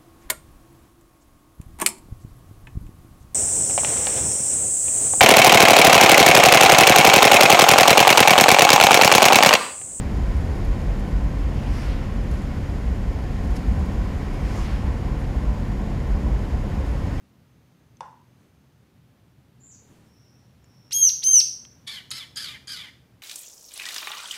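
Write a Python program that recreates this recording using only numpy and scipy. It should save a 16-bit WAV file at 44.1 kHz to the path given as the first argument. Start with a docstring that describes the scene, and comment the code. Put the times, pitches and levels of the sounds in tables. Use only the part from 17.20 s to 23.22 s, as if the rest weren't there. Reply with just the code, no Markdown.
"""A bare room rumbles softly and a very faint high tone hangs in it. A beak ticks, a small hollow object
is knocked and rings in its damped modes, and a hand rustles. Next a farther bird whistles thin, high notes.
As they end, a small bird held close in a hand gives two loud arched chirps: its syrinx is the source and
its throat a filter tuned to the second harmonic. Last come its four harsh, falling rasps, in which the two
sides of the syrinx vibrate at clashing rates. A tick of the beak starts each chirp and rasp."""
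import sys
import numpy as np
from scipy import signal
from scipy.fft import rfft, irfft, next_fast_len
from scipy.io import wavfile
from scipy.ndimage import map_coordinates

SR = 44100
rng = np.random.default_rng(int(sys.argv[2]) if len(sys.argv) > 2 else 0)


def store_wav(level_fs):
    """Save 16-bit WAV to argv[1]."""
    pcm = np.round(np.clip(np.atleast_2d(level_fs), -1, 1) * 32767)
    wavfile.write(sys.argv[1], SR, pcm.T.astype(np.int16))


N = 265472
TOP_HZ = 15600  # upper band limit

SLACK_HZ, SLACK_DB = 1297, -5.5  # the slack syrinx at both ends of a chirp
SWEEP_POWER, SHOULDER = 1.6, 1.2  # curvature of the upsweep and of its turn into the arch
CREST_S, CLIMB_HZ_PER_S2 = .07, 42000  # when the pitch arch tops, how it curves up to there
DROOP_HZ, DROOP_POWER = 411.4, 2.6  # how far and how late the arch droops
DROP_S, DROP_POWER = .023, 2.4  # the final drop: steep, then trailing off
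RING_HZ, RING_WIDTH_HZ = 6200, 1980  # the band in which the throat rings
FIRST_LIFT_DB = 10  # lift of the second harmonic before the throat is tuned to it
DIP_END_S, DIP_LENGTH_S, DIP_RECOVERY_S, DIP_DB = 3.814, .04, .007, -16.5  # the first chirp's ring dips
WAVER, WAVER_DB, WAVER_RATE = .004, 1.5, 220  # share of the pitch, level swing, turns per s
# Chirps of the held bird: (time [s], duration [s], upsweep [s], top pitch [Hz], effort [dB],
# loss of effort [dB/s], full lift of the second harmonic [dB], time to full lift [s])
CHIRP_NOTES = [(3.71, .2, .029, 3259, -33.5, 29.5, 28, 0.12),
               (4.024, .198, .020, 3157, -35.5, -10.5, 23, 0.068)]
# Source spectrum, one row a chirp: (relative level of each of harmonics 1-5 [dB])
CHIRP_HARMONICS = [(-5.5, -2.5, 0.056, -0.5, -11), (-5, 0, 3, -7.5, -9.5)]


def chirps(jitter=.0034, edge_jitter=.12, edge_flutter_db=8, air_db=-18, edge_air_db=15):
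    """Source and filter: membrane tension sets the pitch; throat resonance lifts the second harmonic."""
    out = np.zeros(N)
    air_spectrum = [(800, -36.5), (2000, -26), (4500, -10.5), (7500, -2.5), (11000, -5.5), (15000, -30)]
    for note, harmonics in zip(CHIRP_NOTES, CHIRP_HARMONICS):
        start, length, upsweep, top_hz, level_db, loss_rate, full_db, swell = note
        t = clock(length)
        count = len(t)
        sweep = ramp(t, upsweep) ** SWEEP_POWER * ramp(length - t, DROP_S) ** DROP_POWER
        tension = np.sin(np.pi / 2 * sweep) ** SHOULDER
        climb_hz = CLIMB_HZ_PER_S2 * np.minimum(t - CREST_S, 0) ** 2
        droop_hz = DROOP_HZ * ramp(t - CREST_S, length - DROP_S - CREST_S) ** DROOP_POWER
        hz = SLACK_HZ + tension * (top_hz - climb_hz - droop_hz - SLACK_HZ)
        effort_db = level_db - loss_rate * t + SLACK_DB * (1 - tension)
        tuning = ramp(t, swell) * bump(2 * hz - RING_HZ, RING_WIDTH_HZ)
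        dip_left = DIP_END_S - start - t
        dip = ramp(DIP_LENGTH_S - dip_left, DIP_LENGTH_S) * ramp(dip_left, DIP_RECOVERY_S)
        lift_db = FIRST_LIFT_DB + (full_db - FIRST_LIFT_DB) * tuning + DIP_DB * dip
        slack = np.clip(1 - hz / 2800, 0, 1)  # slack membranes beat unevenly and leak air
        unevenness = (jitter + edge_jitter * slack) * wobble(1500, count)
        phase = cycle(hz * (1 + unevenness + WAVER * wobble(WAVER_RATE, count)))
        tone_db = effort_db + WAVER_DB * wobble(WAVER_RATE, count)
        tone_db += edge_flutter_db * slack * wobble(700, count)
        tone = sum(np.sqrt(2) * amp(tone_db + db + (k == 2) * lift_db) * np.sin(k * phase)
                   for k, db in enumerate(harmonics, 1))
        air = amp(effort_db + air_db + edge_air_db * slack) * noise(air_spectrum)[:count]
        add(out, start, (tone + air) * ramp(t, .013) * ramp(length - t, .015))
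    radiation = signal.butter(3, 1700, "high", fs=SR, output="sos")  # a tiny beak radiates no lows
    return signal.sosfilt(radiation, out)


# Resonances of the open beak: (frequency [Hz], bandwidth [Hz], peak gain [dB])
BEAK_MODES = [(3253, 96, 5), (13040, 260, 4.5)]


def beak(x):
    """Cavity resonance: the open beak reinforces a few narrow bands."""
    return filtered(x, lambda hz: amp(sum(db / (1 + (2 * (hz - centre) / width) ** 2)
                                          for centre, width, db in BEAK_MODES)))


OPEN_S, OPENING_HZ = .07, 583.5  # the beak opens this long, raising the throat resonance this much
CLOSED_PITCH_HZ, CLOSED_THROAT_HZ, CLOSED_DB = 900, 2160, -10.5  # where a rasp ends
THROAT_WANDER, WANDER_RATE = .035, 70  # share of the resonance frequency, turns per s
MATCH_HZ, MATCH_WIDTH_HZ, MATCH_DB = 3200, 240, 2  # a swell as the throat resonance passes the beak's
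ONSET_DB, ACCENT_WIDTH_S, RELEASE_S, RELEASE_DB = -14.5, .007, .013, -3
UPPER_HZ, UPPER_RISE_HZ, UPPER_RISE_S = 12000, 3000, .025  # a mouth resonance climbs as the beak opens
UPPER_WIDTH_HZ, UPPER_DB, ABOVE_UPPER_DB = 1100, 4.5, -4.5  # the treble above it is weaker
# Rasps of the held bird: (time [s], duration [s], attack [s], pitch [Hz], throat resonance [Hz],
# relative level [dB], opening accent [dB], curvature of the closing [1])
RASP_NOTES = [(4.667, 0.15, .011, 1125, 4240, -37, 4.5, 1.09),
              (4.908, .15, 0.0067, 1311, 4820, -37, 8.5, 1.1),
              (5.157, .222, 0.015, 1657, 5030, -34.5, 3.5, .72),
              (5.472, 0.23, 0.016, 1570, 4970, -36, -1.5, 0.59)]
# Frequency response common to all rasps: (frequency [Hz], gain [dB])
RASP_RESPONSE = [(500, -16.5), (1000, -17.5), (1600, -3.5), (2300, 0.5), (2650, -11), (3100, 3.5),
                 (4000, -3), (5000, -1.5), (5800, -7), (6800, -2), (8900, 0.5), (11200, -2), (12200, -1.5),
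                 (13800, -1), (15500, -3)]


def rasps(second_ratio=.8, second_db=-5, throat_db=10, throat_width_hz=560, snap=.36, gain_db=2):
    """Biphonation: two clashing, falling pitches excite a throat resonance that sinks as the beak shuts."""
    out = np.zeros(N)
    for start, length, attack, open_hz, open_throat_hz, level_db, accent_db, curvature in RASP_NOTES:
        t = clock(length)
        closing = ramp(t - OPEN_S, length - OPEN_S) ** curvature
        hz = open_hz + closing * (CLOSED_PITCH_HZ - open_hz)
        throat_hz = open_throat_hz - OPENING_HZ * (1 - ramp(t, OPEN_S))
        throat_hz += closing * (CLOSED_THROAT_HZ - open_throat_hz)
        db = level_db + ONSET_DB * (1 - ramp(t, attack)) + accent_db * bump(t - attack, ACCENT_WIDTH_S)
        db += MATCH_DB * bump(throat_hz - MATCH_HZ, MATCH_WIDTH_HZ)
        db += CLOSED_DB * closing ** 2 + RELEASE_DB * (1 - ramp(length - t, RELEASE_S))
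        source = membrane(hz) + amp(second_db) * membrane(second_ratio * hz)
        f, frames, spectrum = signal.stft(source, SR, nperseg=256)
        centre = np.interp(frames, t, throat_hz * (1 + THROAT_WANDER * wobble(WANDER_RATE, len(t))))
        throat = amp(throat_db / (1 + ((f[:, None] - centre) / throat_width_hz) ** 2))
        edge_hz = .98 * centre * (1 + snap * bump(frames - attack, 2 * ACCENT_WIDTH_S))  # bright attack
        shade = 1 / np.sqrt(1 + (f[:, None] / edge_hz) ** 4)  # a closing beak dulls the top
        above_hz = f[:, None] - (UPPER_HZ - UPPER_RISE_HZ * np.exp(-frames / UPPER_RISE_S))
        upper_db = UPPER_DB * bump(above_hz, UPPER_WIDTH_HZ)
        upper_db += ABOVE_UPPER_DB * ramp(above_hz, 2 * UPPER_WIDTH_HZ)
        voice = signal.istft(spectrum * throat * shade * amp(upper_db), SR, nperseg=256)[1][:len(t)]
        add(out, start, unit(voice) * amp(db + gain_db))
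    return coloured(out, RASP_RESPONSE)


def membrane(hz, jitter=.034, wander=.0301, hiss_share=.35, flutter_db=2.5):
    """Flow modulation: one side of the syrinx emits uneven pulses, with a puff of hiss in each cycle."""
    count = len(hz)
    phase = cycle(hz * (1 + jitter * wobble(1100, count) + wander * wobble(130, count)))
    pulses = unit(sum(np.cos(k * phase) * (k * hz < TOP_HZ) for k in range(1, 17)))
    puffs = unit(rng.standard_normal(N)[:count] * (1 + np.cos(phase)))
    voice = np.sqrt(1 - hiss_share) * pulses + np.sqrt(hiss_share) * puffs
    return voice * amp(flutter_db * wobble(257.8, count))


# Beak contacts: (time [s], level [dB], ring frequency [Hz], relative click level [dB])
BEAK_TICKS = [(0.770, -52, 6240, 0), (3.443, -52.5, 7000, 1), (3.709, -36.5, 5670, 0),
              (4.023, -37, 3400, -5), (4.451, -47, 3270, 11.5), (4.669, -43, 3820, -7),
              (4.9061, -25.5, 6850, -27), (5.16, -29.5, 7000, -16), (5.473, -37, 6800, -0.5)]


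def ticks(ring_t60=.015, click_t60=.013):
    """Impulse excitation: a beak parts or shuts with a brief high ring and a duller click."""
    out, t = np.zeros(N), clock(.05)
    band = signal.butter(2, [900, 4500], "band", fs=SR, output="sos")
    for start, db, hz, click_db in BEAK_TICKS:
        ring = amp(-60 * t / ring_t60) * (np.sin(2 * np.pi * hz * t) + .12 * rng.standard_normal(len(t)))
        click = amp(click_db - 60 * t / click_t60) * signal.sosfilt(band, rng.standard_normal(len(t)))
        add(out, start, amp(db) * (ring + click))
    return out


KNOCK_S = .8068
# Modes of a small hollow object: (frequency [Hz], relative level [dB], 60 dB decay time [s])
HOLLOW_MODES = [(542, -17, 0.063), (904, -2, 0.036), (978, 0, 0.03), (1410, -21, 0.037),
                (1880, -21.5, 0.016), (3530, -20, 0.027), (4300, -23, 0.018), (5940, -19, 0.021)]


def knock(db=-22, attack=.0018):
    """Free vibration: struck once, a hollow object rings as a sum of damped modes."""
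    out, t = np.zeros(N), clock(.25)
    ring = sum(amp(level - 60 * t / t60) * np.sin(2 * np.pi * hz * t) for hz, level, t60 in HOLLOW_MODES)
    add(out, KNOCK_S, amp(db) * ring * (1 - np.exp(-t / attack)))
    return out


def crack(db=-35, t60=.018):
    """Contact transient: the brief impact that starts the knock has a broad spectrum."""
    out, t = np.zeros(N), clock(.05)
    add(out, KNOCK_S, amp(db - 60 * t / t60) * rng.standard_normal(len(t)))
    return coloured(out, [(300, -4), (2500, 7), (4500, -5), (6200, -1), (9000, -6), (15000, -43)])


# Notes of the farther bird: (time [s], duration [s], mid pitch [Hz], glide [Hz/s],
# relative level [dB], quaver [share of the pitch])
PEEP_NOTES = [(2.395, 0.14, 7210, 300, -54, .032), (2.47, .11, 6760, -5000, -56, 0.06),
              (2.513, 0.066, 4750, -2000, -72, .05), (2.824, 0.46, 5570, 150, -69, .033),
              (3.39, .46, 5500, 198, -68, .026)]


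def peeps(quaver_rate=550, roundness=.8):
    """Frequency modulation: thin whistles glide and quaver as they swell and fade."""
    out = np.zeros(N)
    for start, length, mid_hz, glide, db, quaver in PEEP_NOTES:
        t = clock(length)
        hz = (mid_hz + glide * (t - length / 2)) * (1 + quaver * wobble(quaver_rate, len(t)))
        swell = np.sin(np.pi * t / length) ** roundness
        add(out, start, amp(db) * swell * np.sqrt(2) * np.sin(cycle(hz)))
    return out


def high_tone(start=.13, end=1.65, fade=.15, pitch_hz=6330, quaver=.0214, db=-86):
    """Line broadening: fast random changes of pitch make a very faint high tone fuzzy."""
    t = np.arange(N) / SR
    swell = ramp(t - start, fade) * ramp(end - t, fade)
    return amp(db) * swell * np.sqrt(2) * np.sin(cycle(pitch_hz * (1 + quaver * wobble(550))))


# Movements of the feeding hand: (time of the peak [s], duration [s], level [dB])
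HAND_MOVES = [(1.23, 0.12, -66), (2.765, 0.28, -60)]
# Spectrum of the rustle: (frequency [Hz], relative spectral density [dB])
RUSTLE_SPECTRUM = [(100, -3), (260, 5), (700, -10), (2000, -14.5), (5000, -23), (9000, -22.5),
                   (15000, -32.5)]


def rustle(drift_db=-13, drift_s=.35):
    """Amplitude modulation: noise follows each hand movement and the slower, softer drift around it."""
    t = np.arange(N) / SR
    motion = sum(amp(db) * (bump(t - peak, length / 2) + amp(drift_db) * bump(t - peak, drift_s))
                 for peak, length, db in HAND_MOVES)
    return motion * amp(wobble(24)) * noise(RUSTLE_SPECTRUM)


# Spectrum of the room's rumble: (frequency [Hz], relative spectral density [dB])
RUMBLE_SPECTRUM = [(25, -31), (45, -26), (62, -5.5), (130, -0.5), (190, -7.5), (250, -8.5), (330, -15),
                   (450, -18.5), (750, -23), (1600, -27.5), (3200, -31.5), (6000, -37), (8000, -40.5),
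                   (12000, -40.5), (15500, -40.5)]
# Slow swell of the rumble: (time [s], relative level [dB])
RUMBLE_LEVELS = [(0, -60), (2.3, -60.5), (3.8, -58.5), (5.3, -57), (6.02, -60)]


def rumble(gain_db=2.5, hum_hz=129, hum_db=-65.5):
    """Ambient noise: a continuous low spectrum with one wavering line in it, the hum."""
    level_db = np.interp(np.arange(N) / SR, *np.transpose(RUMBLE_LEVELS)) + gain_db
    lows = amp(level_db) * noise(RUMBLE_SPECTRUM)
    hum = amp(hum_db + .78 * wobble(4)) * np.sin(cycle(hum_hz * (1 + .00707 * wobble(9.7))))
    return lows + hum


# Reflections off the thumb, the feeding hand and the cage: (delay [s], gain [1])
NEAR_ECHOES = [(.000185, 0.19), (.0011, 0.03), (.0034, .14)]


def nearby(x):
    """Comb filtering: echoes from close to the beak interfere with the direct sound and cut notches."""
    return filtered(x, lambda hz: 1 + sum(gain * np.exp(-2j * np.pi * hz * delay)
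                                          for delay, gain in NEAR_ECHOES))


# Decay of the bare room: (frequency [Hz], reverberation time [s])
REVERB_TIMES = [(200, 0.17), (1000, 0.47), (3000, 0.44), (6300, 0.49), (10000, 0.42), (15000, 0.45)]


def room(x, build_s=.0024):
    """Reverberation: wall reflections build up quickly, then each frequency decays at its own rate."""
    hz, t, spectrum = signal.stft(rng.standard_normal(SR), SR, nperseg=256)
    decay = amp(-60 * t / along(REVERB_TIMES, hz)[:, None])
    tail = signal.istft(spectrum * decay * (1 - np.exp(-t / build_s)), SR, nperseg=256)[1]
    return signal.fftconvolve(x, tail / np.linalg.norm(tail))[:N]


def placed(x, direct_db, room_db):
    """Distance cue: the balance of direct and reverberant sound."""
    return amp(direct_db) * x + amp(room_db) * room(x)


def amp(db):
    """Decibels to gain."""
    return 10 ** (np.asarray(db) / 20)


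def unit(x):
    """Scale to rms 1."""
    return x / np.sqrt(np.mean(x ** 2) + 1e-20)


def along(points, hz):
    """Interpolate (frequency [Hz], value) points on a log axis."""
    f, v = np.transpose(points)
    return np.interp(np.log(hz + 1), np.log(f + 1), v)


def wobble(rate, count=N):
    """A smooth random curve, rate knots a second."""
    knots = rng.standard_normal(N // 4)[:int(count * rate / SR) + 4]
    return map_coordinates(knots, [np.arange(count) * rate / SR], order=2)


def filtered(x, response):
    """Linear filtering: the spectrum of x times a frequency response."""
    size = next_fast_len(N + SR // 4)
    return irfft(rfft(x, size) * response(np.fft.rfftfreq(size, 1 / SR)), size)[:N]


def coloured(x, points):
    """Filter x by a (frequency [Hz], gain [dB]) curve."""
    return filtered(x, lambda hz: amp(along(points, hz)))


def noise(points):
    """Noise of rms 1 with a (frequency [Hz], relative level [dB]) spectrum."""
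    return unit(coloured(rng.standard_normal(N), points))


def cycle(hz):
    """Phase as the integral of frequency."""
    return 2 * np.pi * np.cumsum(hz) / SR


def add(out, start, x):
    """Mix x into out from start [s]."""
    part = out[round(start * SR):][:len(x)]
    part += x[:len(part)]


def clock(length):
    """Sample times [s] of an event."""
    return np.arange(int(length * SR)) / SR


def ramp(t, length):
    """0 to 1 over length, then held."""
    return np.clip(t / length, 0, 1)


def bump(x, width):
    """A Gaussian bell that is 1 at x = 0."""
    return np.exp(-(x / width) ** 2)


def scene():
    """Superposition: the held bird is near and fairly dry; the knock and the other bird are farther off."""
    near = placed(nearby(beak(chirps())), direct_db=-2.5, room_db=-9.5)
    near += placed(nearby(rasps()), direct_db=-.5, room_db=-9)
    near += placed(ticks(), direct_db=0, room_db=-23.5)
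    ring = knock()
    spread = coloured(ring, [(1100, .5), (1800, 7), (3500, -9)])  # high modes beam, reaching walls less
    far = ring + room(spread) + placed(crack(), direct_db=-3, room_db=-9)
    far += placed(peeps(), direct_db=-4.5, room_db=1.5) + room(high_tone())
    return (near + far + rumble() + rustle())[None]


def record(dry):
    """Band limiting: the response falls to zero across 400 Hz around TOP_HZ."""
    return filtered(dry[0], lambda hz: np.clip((TOP_HZ - hz) / 400 + .5, 0, 1))[None]


dry = scene()
out = record(dry)
store_wav(out)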